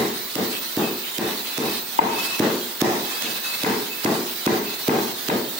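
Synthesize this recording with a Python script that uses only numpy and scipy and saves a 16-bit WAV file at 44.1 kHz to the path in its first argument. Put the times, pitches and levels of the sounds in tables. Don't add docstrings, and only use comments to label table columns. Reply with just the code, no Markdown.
import sys
import numpy as np
from scipy import signal
from scipy.fft import rfft, irfft
from scipy.io import wavfile
from scipy.ndimage import uniform_filter1d, minimum_filter1d

SR = 44100
rng = np.random.default_rng(int(sys.argv[2]) if len(sys.argv) > 2 else 0)


def wav_out(sig):
    wavfile.write(sys.argv[1], SR, np.round(np.clip(np.atleast_2d(sig).T, -1, 1) * 32767).astype(np.int16))


N = 246519

# t/s, thud/dB, crunch/dB, clack/dB
BLOWS = [(-0.048, -6.5, -12, -3), (0.3595, -15, -14, -5), (0.7723, -11, -18.5, -5),
         (1.1870, -13, -14, -3.5), (1.5830, -13, -12, -4.5), (1.9900, -9.5, -22, 1),
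         (2.4003, -3, -9.5, 1.5), (2.8194, 0, -3, 2), (3.2270, -38, -13, -17.5), (3.6388, -11, -11.5, -1),
         (4.0511, -6, -9, -2.5), (4.4677, -3, -9.5, -1), (4.8853, -1.5, -7.5, 1),
         (5.2895, -11.5, -12, -4.5)]
# f/Hz, level/dB
CRUNCH_COLOUR = [(100, -38.5), (400, 9), (900, 2.5), (2500, 1), (5000, 0.5), (8000, -4.5), (12000, -7),
                 (16000, 2)]
CLACK_COLOUR = [(60, -20.5), (170, -3.5), (300, -9), (450, 3), (560, 12.5), (760, 10), (1000, 6.5),
                (1300, -1), (2030, 4), (2250, -1.5), (2500, 2), (3200, -3), (8000, -1.5)]
# f/Hz, level/dB, t60/s
MORTAR_MODES = [(435.3, -41.5, 0.075), (770, -50, 0.046)]
# t/s, level/dB, overtone lift/dB
KNOCKS = [(1.9897, 10, -14), (3.6462, -16.5, 6.5), (4.0595, -14, 4), (4.475, -9, -1), (4.8935, -9.5, 0),
          (5.2990, -11.5, 0)]
# f/Hz, level/dB, t60/s
PESTLE_MODES = [(920, 11, 0.024), (1000, -22, 0.042), (1600, 13.5, 0.01), (2010, 5, 0.026),
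                (2500, -0.5, 0.028)]
# t/s, length/s, level/dB
SCRAPES = [(0.518, 0.066, -32), (1.017, 0.1, -33.5), (1.436, 0.074, -33.5), (3.23, 0.05, -32.5),
           (4.25, 0.11, -38)]
# f/Hz, level/dB
SCRAPE_COLOUR = [(500, -22), (2000, -6), (2700, 5), (3400, 2), (5000, -19.5), (12000, -12)]
# delay/s, gain
ECHOES = [(.0068, 0.18), (.0205, .15), (.0325, 0.2), (0.0742, 0.15), (0.0956, 0.13)]
# f/Hz, level/dB, t60/s
ROOM_MODES = [(102.7, -15, 1), (146.4, -6, 0.98), (185.4, 2.5, 0.58), (204, 4, 0.54), (232, -2.5, 0.63),
              (241.2, 5, 0.66), (272, -2, 0.66), (280.6, -23, 0.2), (340, -5, 1), (360.4, 5.5, 0.8),
              (409.5, 12, 0.9), (412.8, 12.5, 0.68), (449, 6, 0.46), (454, 7, 0.5), (556, 3.5, 0.52),
              (683, -2, 0.12), (766, 9, 0.33), (924, -2, 0.73), (1030, -8, 0.76)]
# f/Hz, level/dB
TAIL_COLOUR = [(50, -45), (120, 21), (220, -3.5), (440, 9), (520, -8), (900, 0), (1300, 4.5), (2500, 1.5),
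               (5000, 3), (15000, -4)]
# f/Hz, t60/s
TAIL_T60 = [(100, 0.59), (300, 0.57), (800, 0.58), (2000, 0.55), (6000, 0.87), (15000, 0.59)]
# f/Hz, level/dB
HISS_LEFT = [(30, -38), (90, -14), (220, 3), (500, 1.5), (1000, 6.5), (2000, 7.5), (2800, 0), (4000, 9),
             (4700, 5), (6200, -7), (9000, -5.5), (11800, -11), (15000, -8)]
HISS_RIGHT = [(30, -38), (90, -11), (220, 4), (500, 2), (1000, 3.5), (2100, 1.5), (2900, 6), (4000, 11),
              (4900, 6), (6200, 3.5), (9000, 2), (11800, 1.5), (15000, 0)]
# t/s, length/s, hiss change/dB, whistle/dB
SURGES = [(0.499, 0.12, 2, -38), (0.795, 0.12, 0, -34), (1.212, 0.098, 0.5, -38), (1.453, .38, 3.5, -37.5),
          (2.068, .38, 5, -29.5), (2.97, 0.52, 4, -39), (3.429, 0.15, 3.5, -32.5), (3.545, .23, 2, -40.5),
          (3.892, 0.072, -1.5, -31), (4.637, 0.13, 2.5, -37)]
# f/Hz, width/Hz, level/dB
FIZZ_BAND = (15150, 900, -34)
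# f/Hz, correlation (0-1)
PORT_CORRELATION = [(100, 1), (300, 0.94), (600, 0.73), (1100, 0), (4000, 0.12), (9000, 0), (14500, 0.42)]


def pounding(thud_db=1, crunch_db=-1, clack_db=17, rebound_s=0.007, cushion=0.54, spot_count=4):
    early = SR // 4
    direct = np.zeros((2, N + early))
    spots = np.zeros((spot_count, 2, N + early))
    for k, (s, force_db, snap_db, stone_db) in enumerate(BLOWS):
        s += early / SR
        to_room = spots[k % spot_count]
        push = gain_of(thud_db + force_db) * thud()
        stone = gain_of(clack_db + stone_db) * clack()
        lead_s, crackle = crunch()
        snaps = gain_of(crunch_db + snap_db) * crackle
        add(direct, s - lead_s, snaps)
        add(to_room, s - lead_s, gain_of(-11) * snaps)
        add(direct, s, push)
        add(to_room, s, gain_of(-8 - cushion * force_db) * push)
        add(direct, s + rebound_s, gain_of(-9) * stone)
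        add(to_room, s + rebound_s, stone)
    for s, db, bright_db in KNOCKS:
        s += early / SR
        ring = gain_of(db) * knock(bright_db)
        add(direct[0], s + 0.00035, ring)
        add(direct[1], s, gain_of(-5.5) * ring)
        add(spots[0], s, gain_of(-15) * ring)
    reverb = sum(room(spot)[:, :N + early] for spot in spots)
    return (direct + reverb)[:, early:]


def thud(hz=290, swell_s=0.0022, crest_s=0.002763):
    t = np.arange(SR // 25) / SR
    push = (t / swell_s * np.exp(1 - t / swell_s)) ** 3
    return push * np.cos(2 * np.pi * hz * (t - crest_s))


def crunch(lead_s=0.016, press_db=-11, press_s=0.009):
    t = np.arange(SR // 25) / SR - lead_s + 0.0034
    burst = np.exp(-abs(t) / 0.0012)
    pressure = gain_of(press_db) * np.exp(np.minimum(t / press_s, -t / 0.002))
    noise = rng.standard_normal((2, len(t)))
    grain_db = 3.5 * rng.standard_normal(len(t))[np.arange(len(t)) // 10]
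    snaps = evened(noise * gain_of(grain_db)) * (burst + pressure)
    return lead_s, coloured(snaps, CRUNCH_COLOUR) * gain_of([[-4], [2]])


def clack(muffle_hz=1050):
    t = np.arange(SR // 12) / SR
    grit = 0.05 * rng.standard_normal((1, len(t))) * np.exp(-t / 0.002)
    tap = coloured((t == 0) + grit, CLACK_COLOUR)[0]
    ring = sum(gain_of(db - 60 * t / t60) * np.cos(2 * np.pi * hz * t) for hz, db, t60 in MORTAR_MODES)
    return signal.lfilter(*signal.butter(1, muffle_hz, fs=SR), tap + ring)


def knock(bright_db, contact_s=0.00066):
    t = np.arange(SR // 10) / SR
    ring = sum(gain_of(db + bright_db * (k > 1) - 60 * t / t60) * np.sin(2 * np.pi * hz * t)
               for k, (hz, db, t60) in enumerate(PESTLE_MODES))
    return 0.5 * ring * (1 - np.exp(-t / contact_s))


def scrapes(grain_db=3):
    level = sum(gain_of(db) * spell(s, length) for s, length, db in SCRAPES)
    friction = port_noise(N) * gain_of(grain_db * wander(400))
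    return level * evened(coloured(friction, SCRAPE_COLOUR))


def room(x, diffuse_db=6.5, modes_db=-56, build_s=0.017, gap_s=0.00086):
    t = np.arange(SR) / SR
    hz, frame_s, bands = signal.stft(port_noise(SR), SR, nperseg=512)
    bands *= gain_of(read(TAIL_COLOUR, hz)[:, None] - 60 * frame_s / read(TAIL_T60, hz)[:, None])
    response = signal.istft(bands, SR, nperseg=512)[1][:, :SR] * gain_of(diffuse_db) * np.sqrt(20 / SR)
    for (f, db, t60), (phase, spread) in zip(ROOM_MODES, rng.random((len(ROOM_MODES), 2))):
        skew = np.array([[0], [(spread - 0.5) * f / 1200]])
        response += gain_of(modes_db + db - 60 * t / t60) * np.sin(2 * np.pi * (f * t + phase + skew))
    response *= 1 - np.exp(-np.maximum(t - gap_s, 0) / build_s)
    for delay, gain in ECHOES:
        add(response, delay, np.full((2, 1), gain))
    return signal.fftconvolve(x, response, axes=1) * gain_of([[0.8], [-0.8]])


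def hiss(level_db=-30, flutter_db=1.18, blotch_db=3.5, treble_share=0.67):
    hz, frame_s, bands = signal.stft(port_noise(N), SR, nperseg=1024, noverlap=768)
    blotches = uniform_filter1d(rng.standard_normal(bands.shape[1:]), size=3, axis=0)
    blotches = evened(uniform_filter1d(blotches, size=10, axis=1))
    blotches *= blotch_db * np.clip(hz / 3000, 0.3, 1)[:, None]
    bands *= gain_of([read(HISS_LEFT, hz), read(HISS_RIGHT, hz)])[:, :, None] * gain_of(blotches)
    surge_db = sum(rise_db * spell(s, length) for s, length, rise_db, _ in SURGES)
    treble = 1 / (1 + (7000 / (hz[:, None] + 1)) ** 4)
    follows = 1 - treble + treble_share * treble
    bands *= gain_of(follows * np.interp(frame_s, np.arange(N) / SR, surge_db))
    sound = signal.istft(bands, SR, nperseg=1024, noverlap=768)[1][:, :N]
    return evened(sound) * gain_of(level_db + flutter_db * wander(19.2))


def whistle(hz=2590, waver_hz=9, roughness=0.83, wet_db=-4):
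    tone = np.exp(2j * np.pi * np.cumsum(hz + waver_hz * wander(23.7)) / SR)
    rasp = np.array([wander(60) + 1j * wander(60) for _ in range(2)])
    level = sum(gain_of(db) * spell(s, length) for s, length, _, db in SURGES)
    direct = level * evened((tone * (1 + roughness * rasp)).real)
    reverb = gain_of(wet_db) * np.std(direct) * evened(room(direct)[:, :N])
    return gain_of(-1.5) * (direct + reverb)


def fizz():
    centre_hz, width_hz, db = FIZZ_BAND
    band = np.exp(-0.5 * ((np.fft.rfftfreq(N, 1 / SR) - centre_hz) / width_hz) ** 2)
    shimmer = gain_of(1.3 * wander(14))
    noise = irfft(rfft(port_noise(N)) * band, N)
    return gain_of(db) * evened(noise * shimmer * gain_of([[-2], [2]]))


def port_noise(count):
    left, unrelated = rfft(rng.standard_normal((2, count)))
    likeness = read(PORT_CORRELATION, np.fft.rfftfreq(count, 1 / SR))
    right = likeness * left + np.sqrt(1 - likeness ** 2) * unrelated
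    return irfft([left, right], count)


def gain_of(db):
    return 10 ** (np.asarray(db) / 20)


def evened(x):
    return x / np.sqrt(np.mean(x ** 2) + 1e-20)


def read(points, hz):
    f, value = np.transpose(points)
    return np.interp(np.log(hz + 1), np.log(f + 1), value)


def add(mix, s, sound):
    at = round(s * SR)
    sound = sound[..., max(-at, 0):]
    part = mix[..., max(at, 0):][..., :sound.shape[-1]]
    part += sound[..., :part.shape[-1]]


def coloured(x, points, size=4096):
    log_gain = np.log(gain_of(read(points, abs(np.fft.fftfreq(size, 1 / SR)))))
    taps = np.fft.ifft(np.exp(np.conj(signal.hilbert(log_gain)))).real[:size // 2]
    return signal.fftconvolve(x, taps[None], axes=1)[:, :x.shape[1]]


def wander(rate_hz):
    hz = np.fft.rfftfreq(N, 1 / SR)
    return evened(irfft(rfft(rng.standard_normal(N)) * np.exp(-(hz / rate_hz) ** 2), N))


def spell(s, length_s, fade_share=0.54):
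    level = np.zeros(N)
    add(level, s, signal.windows.tukey(round(length_s * SR), fade_share))
    return level


def scene():
    return pounding() + scrapes() + hiss() + fizz() + whistle()


def record(dry, threshold_db=-11.5, squeeze=0.46, recovery_db_per_s=100, attack_s=0.0023,
           low_cut_hz=85, high_cut_hz=15850):
    span = round(attack_s * SR)
    power_db = 10 * np.log10((dry ** 2).mean(0) + 1e-12)
    peak_db = -minimum_filter1d(-power_db, span)
    fall_db = np.arange(N) * recovery_db_per_s / SR
    held_db = np.maximum.accumulate(peak_db + fall_db) - fall_db
    over_db = np.maximum(held_db - threshold_db, 0)
    ducked = dry / gain_of(squeeze * uniform_filter1d(over_db, span))
    rounded = ducked / (1 + (ducked / 0.9) ** 6) ** (1 / 6)
    low_cut = signal.butter(3, low_cut_hz, "high", fs=SR, output="sos")
    high_cut = signal.firwin(601, high_cut_hz, window=("kaiser", 9), fs=SR)
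    return signal.oaconvolve(signal.sosfilt(low_cut, rounded), high_cut[None], "same")


dry = scene()
out = record(dry)
wav_out(out)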